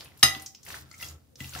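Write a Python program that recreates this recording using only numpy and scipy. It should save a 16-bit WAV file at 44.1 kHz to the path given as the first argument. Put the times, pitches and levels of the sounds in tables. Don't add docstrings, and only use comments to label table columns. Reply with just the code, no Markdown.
import sys
import numpy as np
from scipy import signal
from scipy.fft import rfft, irfft
from scipy.io import wavfile

SR = 44100
rng = np.random.default_rng(int(sys.argv[2]) if len(sys.argv) > 2 else 0)


def to_wav(s):
    ch = np.atleast_2d(s).T
    pcm = np.round(np.clip(ch, -1, 1) * 32767)
    wavfile.write(sys.argv[1], SR, pcm.astype(np.int16))


def undo_db(level):
    steps = np.asarray(level, float) / 20
    return 10 ** steps


N = 70560

# frequency in Hz, level in dB.
ROOM_TONE = [(25, -58), (80, -8.5), (140, -30.5), (260, -23), (600, -33.5), (1000, -45), (3000, -49),
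             (15900, -46)]
# frequency in Hz, t60 in seconds.
KITCHEN_T60 = [(100, 0.42), (500, .35), (2000, 0.3), (5000, 0.24), (10000, 0.23), (16000, 0.42)]
# frequency in Hz, likeness from 0 to 1.
MIC_LIKENESS = [(60, 1), (150, 0.57), (400, 0.17), (2000, 0.077), (15000, .05)]
# frequency in Hz, level in dB, t60 in seconds.
TABLE_MODES = [(82.7, -1.5, 0.33), (134, 0.5, 0.22), (216, -17.5, 0.33), (246, 1.5, 0.049),
               (306, -16, 0.34), (380, -24.5, .15)]
# start in seconds, level in dB, rise in seconds, tilt in dB per octave above 80 Hz.
PUSHES = [
    (0.05, -52.5, 0.012, -6),
    (0.231, -31, 0.0021, 3.5),
    (0.358, -60, 0.01, 15),
    (0.671, -47, .03, -3),
    (.77, -37.5, 0.081, 0.5),
    (1.035, -53.5, 0.037, 7.5),
    (1.407, -40.5, 0.0027, 3),
    (1.45, -45, 0.0091, 2),
    (1.551, -43.5, 0.0032, 0.5),
    (1.584, -34, 0.013, -10),
]
# start and length in seconds, frequency in Hz, level in dB, overtones in dB.
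SHUDDER = (1.078, .105, 78, -43.5, -24)
# start and length in seconds, frequency in Hz, level in dB.
SINGS = [
    (.82, .38, 1320, -65),
    (1.315, .07, 505, -63),
]
# time in seconds, effort in dB, brightness in dB per octave about 4 kHz.
STIR = [(0, -43, -4), (.13, -60.5, -6.5), (.22, -52, -1), (.43, -46.5, -3), (0.528, -80.5, -8.5),
        (.645, -57, -1.5), (0.677, -40.5, -3.5), (0.759, -38.5, -4), (0.821, -50.5, -2.5), (.85, -58.5, -6),
        (0.981, -54, -1.5), (1.02, -38.5, -0.5), (1.108, -46.5, -2.5), (1.18, -66, -7), (1.35, -74.5, -0.5),
        (1.41, -42, -2.5), (1.52, -46.5, -1.5), (1.558, -37.5, -4)]
# frequency in Hz, level in dB.
STICKY = [(200, -25.5), (600, -16), (2000, -16), (4000, -10), (6500, -9.5), (8200, -12), (11000, -8),
          (15900, -5)]
# start in seconds, peak in dB, centre in Hz, length in seconds.
POPS = [(.007, -34.5, 2770, 0.0018), (.057, -43, 2520, 0.0033), (.079, -45, 2560, 0.0016),
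        (.118, -50, 2020, .002), (.354, -35, 950, 0.0057), (.349, -25, 3080, 0.0016),
        (.548, -46, 2670, 0.00044), (.664, -36.5, 2150, 0.0048), (.704, -31.5, 2010, 0.0016),
        (.713, -48, 1210, 0.0022), (.743, -28.5, 1570, 0.0015), (.7515, -46, 1436, 0.0022),
        (1.4436, -35, 3060, 0.004), (1.5505, -30.5, 2660, .0015), (1.5355, -32, 2670, 0.00061),
        (1.586, -37, 2050, 0.0013)]
# start in seconds, peak in dB, centre in Hz, length in seconds.
SMACKS = [(.0074, -30, 4870, 0.00096), (.0445, -41.5, 10600, 0.0054), (.174, -42, 12000, 0.0047),
          (.194, -45, 6800, 0.0037), (.398, -35, 6400, 0.0011), (.4214, -31.5, 10440, 0.0046),
          (.4609, -28, 6240, 0.0071), (.4685, -36.5, 6500, 0.00081), (.5482, -36.5, 5430, 0.0064),
          (.631, -39.5, 6370, 0.0078), (.6504, -39, 11100, 0.0047), (.687, -34, 8370, 0.005),
          (.9138, -40, 6300, 0.0023), (.929, -44, 9800, 0.00094), (.944, -41.5, 6200, 0.0057),
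          (.9545, -52, 6000, 0.0017), (1.052, -35, 5400, 0.0016), (.9807, -41.5, 6400, 0.0029),
          (.988, -43, 8850, 0.0019), (1.0076, -39, 5200, 0.0047), (1.045, -31, 6340, 0.0016),
          (1.0856, -30, 6540, 0.0017), (1.117, -46.5, 10700, 0.00099), (1.3563, -36.5, 5560, 0.0034),
          (1.396, -47, 7000, 0.0013), (1.4035, -37, 7030, 0.0067), (1.4935, -34.5, 7100, 0.0024),
          (1.5355, -36, 4360, 0.009), (1.589, -29.5, 7140, 0.0026)]
# start in seconds, peak in dB, frequency in Hz, t60 in seconds.
CLINKS = [(.2288, -4, 3275, 0.012), (.2312, -10.5, 1870, 0.037), (.9136, -45, 2080, 0.025),
          (.9136, -47.5, 1334, 0.032), (.9136, -42, 4400, 0.014), (.9136, -41.5, 4870, 0.018),
          (.926, -47, 2060, 0.022), (.926, -54, 1380, 0.045), (.9405, -39, 2150, 0.023),
          (.947, -49.5, 2290, 0.024), (.954, -49, 2190, 0.017), (.9985, -44.5, 2080, 0.045),
          (1.0118, -37.5, 2010, 0.051), (1.012, -47, 1270, 0.037), (1.0245, -41.5, 1366, 0.1),
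          (1.0267, -29.5, 2740, 0.031), (1.0267, -41.5, 1967, 0.064), (1.034, -37.5, 2110, .03),
          (1.0335, -40, 3330, 0.057), (1.404, -39.5, 1990, 0.075), (1.404, -39.5, 2730, 0.025),
          (1.4045, -41, 3330, 0.04), (1.443, -44, 2734, 0.067), (1.526, -46.5, 1470, 0.044),
          (1.5505, -34, 1364, 0.052), (1.5615, -29, 1670, 0.011), (1.5615, -35.5, 730.5, 0.073),
          (1.583, -41.5, 950, .05)]
# start in seconds, peak in dB, tilt in dB per octave away from 2 kHz, ring share 0 to 1.
TAPS = [
    (0.2284, -6.5, 0.5, 1.0),
    (.2325, -7.5, 2, 0.23),
    (1.0263, -38, 4.5, 0.25),
    (1.4041, -31, -31, 0.5),
]
BOWL_HZ = [490, 620, 778, 1244, 1925, 1992, 2852, 1392, 3767, 3845, 5030, 6312, 7250, 8500]
# level in dB, t60 in seconds.
BOWL_RING = [(-28.5, 0.21), (-21.5, 0.2), (-24.5, 0.58), (-9, 0.11), (-12, 0.24), (-13.5, 0.34),
             (-9.5, .18), (-15, .18), (-9, .15), (-1, .14), (5.5, 0.11), (-7.5, 0.2), (-14.5, 0.11),
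             (-13.5, 0.07)]
SPOON_HZ = [9300, 9730, 10400, 11400, 12500, 12940, 14250, 14930]
SPOON_DB = [-13, -10, -9, -12, -12, -20, -17, -23]
# frequency in Hz, level in dB.
CRACK = [(300, -25), (1900, -17.5), (3300, -14), (5000, -14.5), (7800, -21.5), (10000, -23), (15900, -44.5)]

APART_RAD = 0.82
LEAN_DB = 1.7
SIDES = np.array([[1], [-1]])


def evened(x):
    return x / np.sqrt(np.mean(x ** 2) + 1e-20)


def read(points, hz):
    f, value = np.transpose(points)
    return np.interp(np.log(hz + 1), np.log(f + 1), value)


def add(mix, s, sound):
    part = mix[..., round(s * SR):][..., :sound.shape[-1]]
    part += sound[..., :part.shape[-1]]


def coloured(x, table):
    n = x.shape[-1]
    return irfft(rfft(x) * undo_db(read(table, np.fft.rfftfreq(n, 1 / SR))), n)


def pair():
    a, b = rfft(rng.standard_normal((2, N)))
    same = np.clip(read(MIC_LIKENESS, np.fft.rfftfreq(N, 1 / SR)), 0, 1)
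    return irfft(np.array([a, same * a + np.sqrt(1 - same ** 2) * b]), N)


def resonate(x, hz, width):
    turn = np.exp(2j * np.pi * hz * np.arange(x.shape[-1]) / SR)
    r = np.exp(-np.pi * width / SR)
    return 2 * (turn * signal.lfilter([1 - r], [1, -r], x / turn)).real


def stir_effort_db():
    s, effort_db, _ = np.transpose(STIR)
    return np.interp(np.arange(N) / SR, s, effort_db)


def room_tone():
    hum = sum(undo_db(db) * resonate(pair(), hz, 22) for hz, db, _ in TABLE_MODES[:2])
    mean_db = np.transpose(STIR)[1].mean()
    swell = undo_db(0.3 * (stir_effort_db() - mean_db))
    return undo_db(-63) * evened(coloured(pair(), ROOM_TONE)) + undo_db(-59) * swell * evened(hum)


def kitchen(x):
    taps = np.zeros((2, SR // 2))
    at = np.arange(100, SR // 2 - 20, 20)
    at = at + rng.integers(0, 20, (2, len(at)))
    np.put_along_axis(taps, at, rng.choice([-1., 1.], at.shape), 1)
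    hz, t, z = signal.stft(taps, SR, nperseg=256)
    decay = undo_db(-60 * t / read(KITCHEN_T60, hz)[:, None])
    tail = signal.istft(z * decay, SR, nperseg=256)[1]
    return signal.fftconvolve(x, tail / np.linalg.norm(tail[0]), axes=1)[:, :N]


def table():
    out, t = np.zeros(N), np.arange(SR // 2) / SR
    for s, db, rise, tilt_db in PUSHES:
        ring = np.zeros(len(t))
        for hz, mode_db, t60 in TABLE_MODES:
            fade = undo_db(mode_db + tilt_db * np.log2(hz / 80) - 60 * t / t60)
            ring += fade * np.sin(2 * np.pi * hz * t + rng.uniform(0, 2 * np.pi))
        onset = np.sin(np.pi / 2 * np.minimum(t / max(rise, 0.001), 1)) ** 2
        add(out, s, undo_db(db) * onset * ring)
    return out * undo_db(LEAN_DB * SIDES)


def shudder():
    s, length, hz, db, over_db = SHUDDER
    out, t = np.zeros(N), np.arange(0, length, 1 / SR)
    turn = 2 * np.pi * hz * t
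    overtones = sum(np.sin(k * turn + rng.uniform(0, 2 * np.pi)) for k in range(4, 8))
    tone = np.sin(turn) + undo_db(over_db) * overtones
    add(out, s, undo_db(db) * tone * np.sin(np.pi * t / length) ** 0.4)
    return out


def singing():
    out = np.zeros((2, N))
    for s, length, hz, db in SINGS:
        t = np.arange(0, length, 1 / SR)
        noise = rng.standard_normal((2, SR // 2))
        tone = resonate(resonate(noise, hz, 50), hz, 48.2)[:, -len(t):]
        add(out, s, undo_db(db) * evened(tone) * np.sqrt(np.sin(np.pi * t / length)))
    return out


def film_grains():
    happens = rng.random(N) < 2300 / SR
    size = undo_db(-np.minimum(rng.exponential(1, N), 4)) * happens
    kind, t, grains = rng.integers(0, 30, N), np.arange(200) / SR, np.zeros((2, N))
    for k, hz in enumerate(np.geomspace(700, 14000, 30)):
        shape = np.sin(2 * np.pi * hz * t * (1 + 120 * t)) * np.exp(-t * hz / 3) * hz ** 0.87
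        one = signal.oaconvolve(size * (kind == k), shape)[:N]
        grains += np.array([one, np.roll(one, int(rng.integers(-8, 9)))])
    return grains


def batter():
    s, _, bright_db = np.transpose(STIR)
    raw = evened(coloured(undo_db(-1) * evened(film_grains()) + undo_db(-3.5) * pair(), STICKY))
    hz, at, z = signal.stft(raw, SR, nperseg=256)
    octaves = np.log2((hz[:, None] + 100) / 4000)
    z = z * undo_db(np.interp(at, s, bright_db) * octaves)
    return signal.istft(z, SR, nperseg=256)[1][:, :N] * undo_db(stir_effort_db())


def bursts(rows, q, spray_db):
    out, t = np.zeros((2, N)), np.arange(1300) / SR
    for s, db, hz, length in rows:
        shared, left, right = rng.standard_normal((3, len(t)))
        fade = np.minimum(t / 0.00017, 1) * np.exp(-t / max(length, 0.0004))
        puff = (shared + 0.73 * np.array([left, right])) * fade
        rung = resonate(resonate(puff, hz, hz / q), hz, 2 * hz / q)
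        spray = np.diff(puff, prepend=0) / 4
        add(out, s, undo_db(db) * (rung / abs(rung).max() + undo_db(spray_db) * spray))
    return out


def clinks():
    out, t = np.zeros((2, N)), np.arange(SR // 8) / SR
    places = rng.uniform(-1.1, 1, (len(CLINKS), 2))
    for (s, db, hz, t60), (lag, pan) in zip(CLINKS, places):
        fade = undo_db(db - 60 * t / max(t60, 0.004) + 2.5 * pan * SIDES)
        ring = np.sin(2 * np.pi * hz * t + lag * APART_RAD * SIDES) * fade
        add(out, s, ring * np.minimum(t / 0.0005, 1))
    return out


def mode_group(hz, t, phase):
    apart, split = APART_RAD * SIDES, 0.014
    middle = np.sin(2 * np.pi * hz * t + phase[0] + apart)
    below = np.sin(2 * np.pi * hz * (1 - split) * t + phase[1] + apart)
    above = np.sin(2 * np.pi * hz * (1 + split) * t + phase[2] - apart)
    return middle + undo_db(-9) * below + undo_db(-10) * above


def contact_crack(t, dull_db):
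    tone = [(hz, db + dull_db * abs(np.log2(hz / 2400))) for hz, db in CRACK]
    noise = 0.9 * rng.standard_normal((2, len(t))) + rng.standard_normal(len(t))
    return evened(coloured(noise, tone)) * undo_db(6 - 60 * t / 0.02)


def glass():
    out, t = np.zeros((2, 2, N)), np.arange(SR // 3) / SR
    rows = [(hz, db, t60) for hz, (db, t60) in zip(BOWL_HZ, BOWL_RING)]
    rows += [(hz, db, 0.11) for hz, db in zip(SPOON_HZ, SPOON_DB)]
    phases = rng.uniform(0, 2 * np.pi, (len(rows), 3))
    for s, db, dull_db, ring in TAPS:
        modes = np.zeros((2, len(t)))
        for (hz, mode_db, t60), phase in zip(rows, phases):
            tilt_db = dull_db * abs(np.log2(hz / 2050))
            fade = undo_db(mode_db + tilt_db - 60 * t / (t60 * max(ring, 0.05)))
            modes += fade * mode_group(hz, t, phase)
        both = np.array([modes, contact_crack(t, dull_db)]) / 2
        add(out, s, undo_db(db) * np.minimum(t / 0.0017, 1) * both)
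    return out


def scene():
    rings, cracks = glass()
    rings = rings + clinks()
    smacks = bursts(SMACKS, q=3.2, spray_db=-11)
    pops = bursts(POPS, q=2.5, spray_db=-26.5)
    noises = cracks + smacks + pops
    close = (rings + noises) * undo_db(LEAN_DB / 2 * SIDES)
    echo = kitchen(undo_db(-1.5) * noises + undo_db(-7.5) * rings)
    return room_tone() + echo + table() + shudder() + singing() + batter() + close


def top_cut(x):
    return signal.sosfilt(signal.butter(12, 16090, fs=SR, output="sos"), x)


def record(dry):
    bass_cut = signal.butter(2, 55, "high", fs=SR, output="sos")
    x = signal.sosfilt(bass_cut, dry)
    x = signal.oaconvolve(x, signal.firwin(255, 15700, fs=SR)[None], "same", axes=1)
    return top_cut(np.clip(x, -1, 1))


dry = scene()
out = record(dry)
to_wav(out)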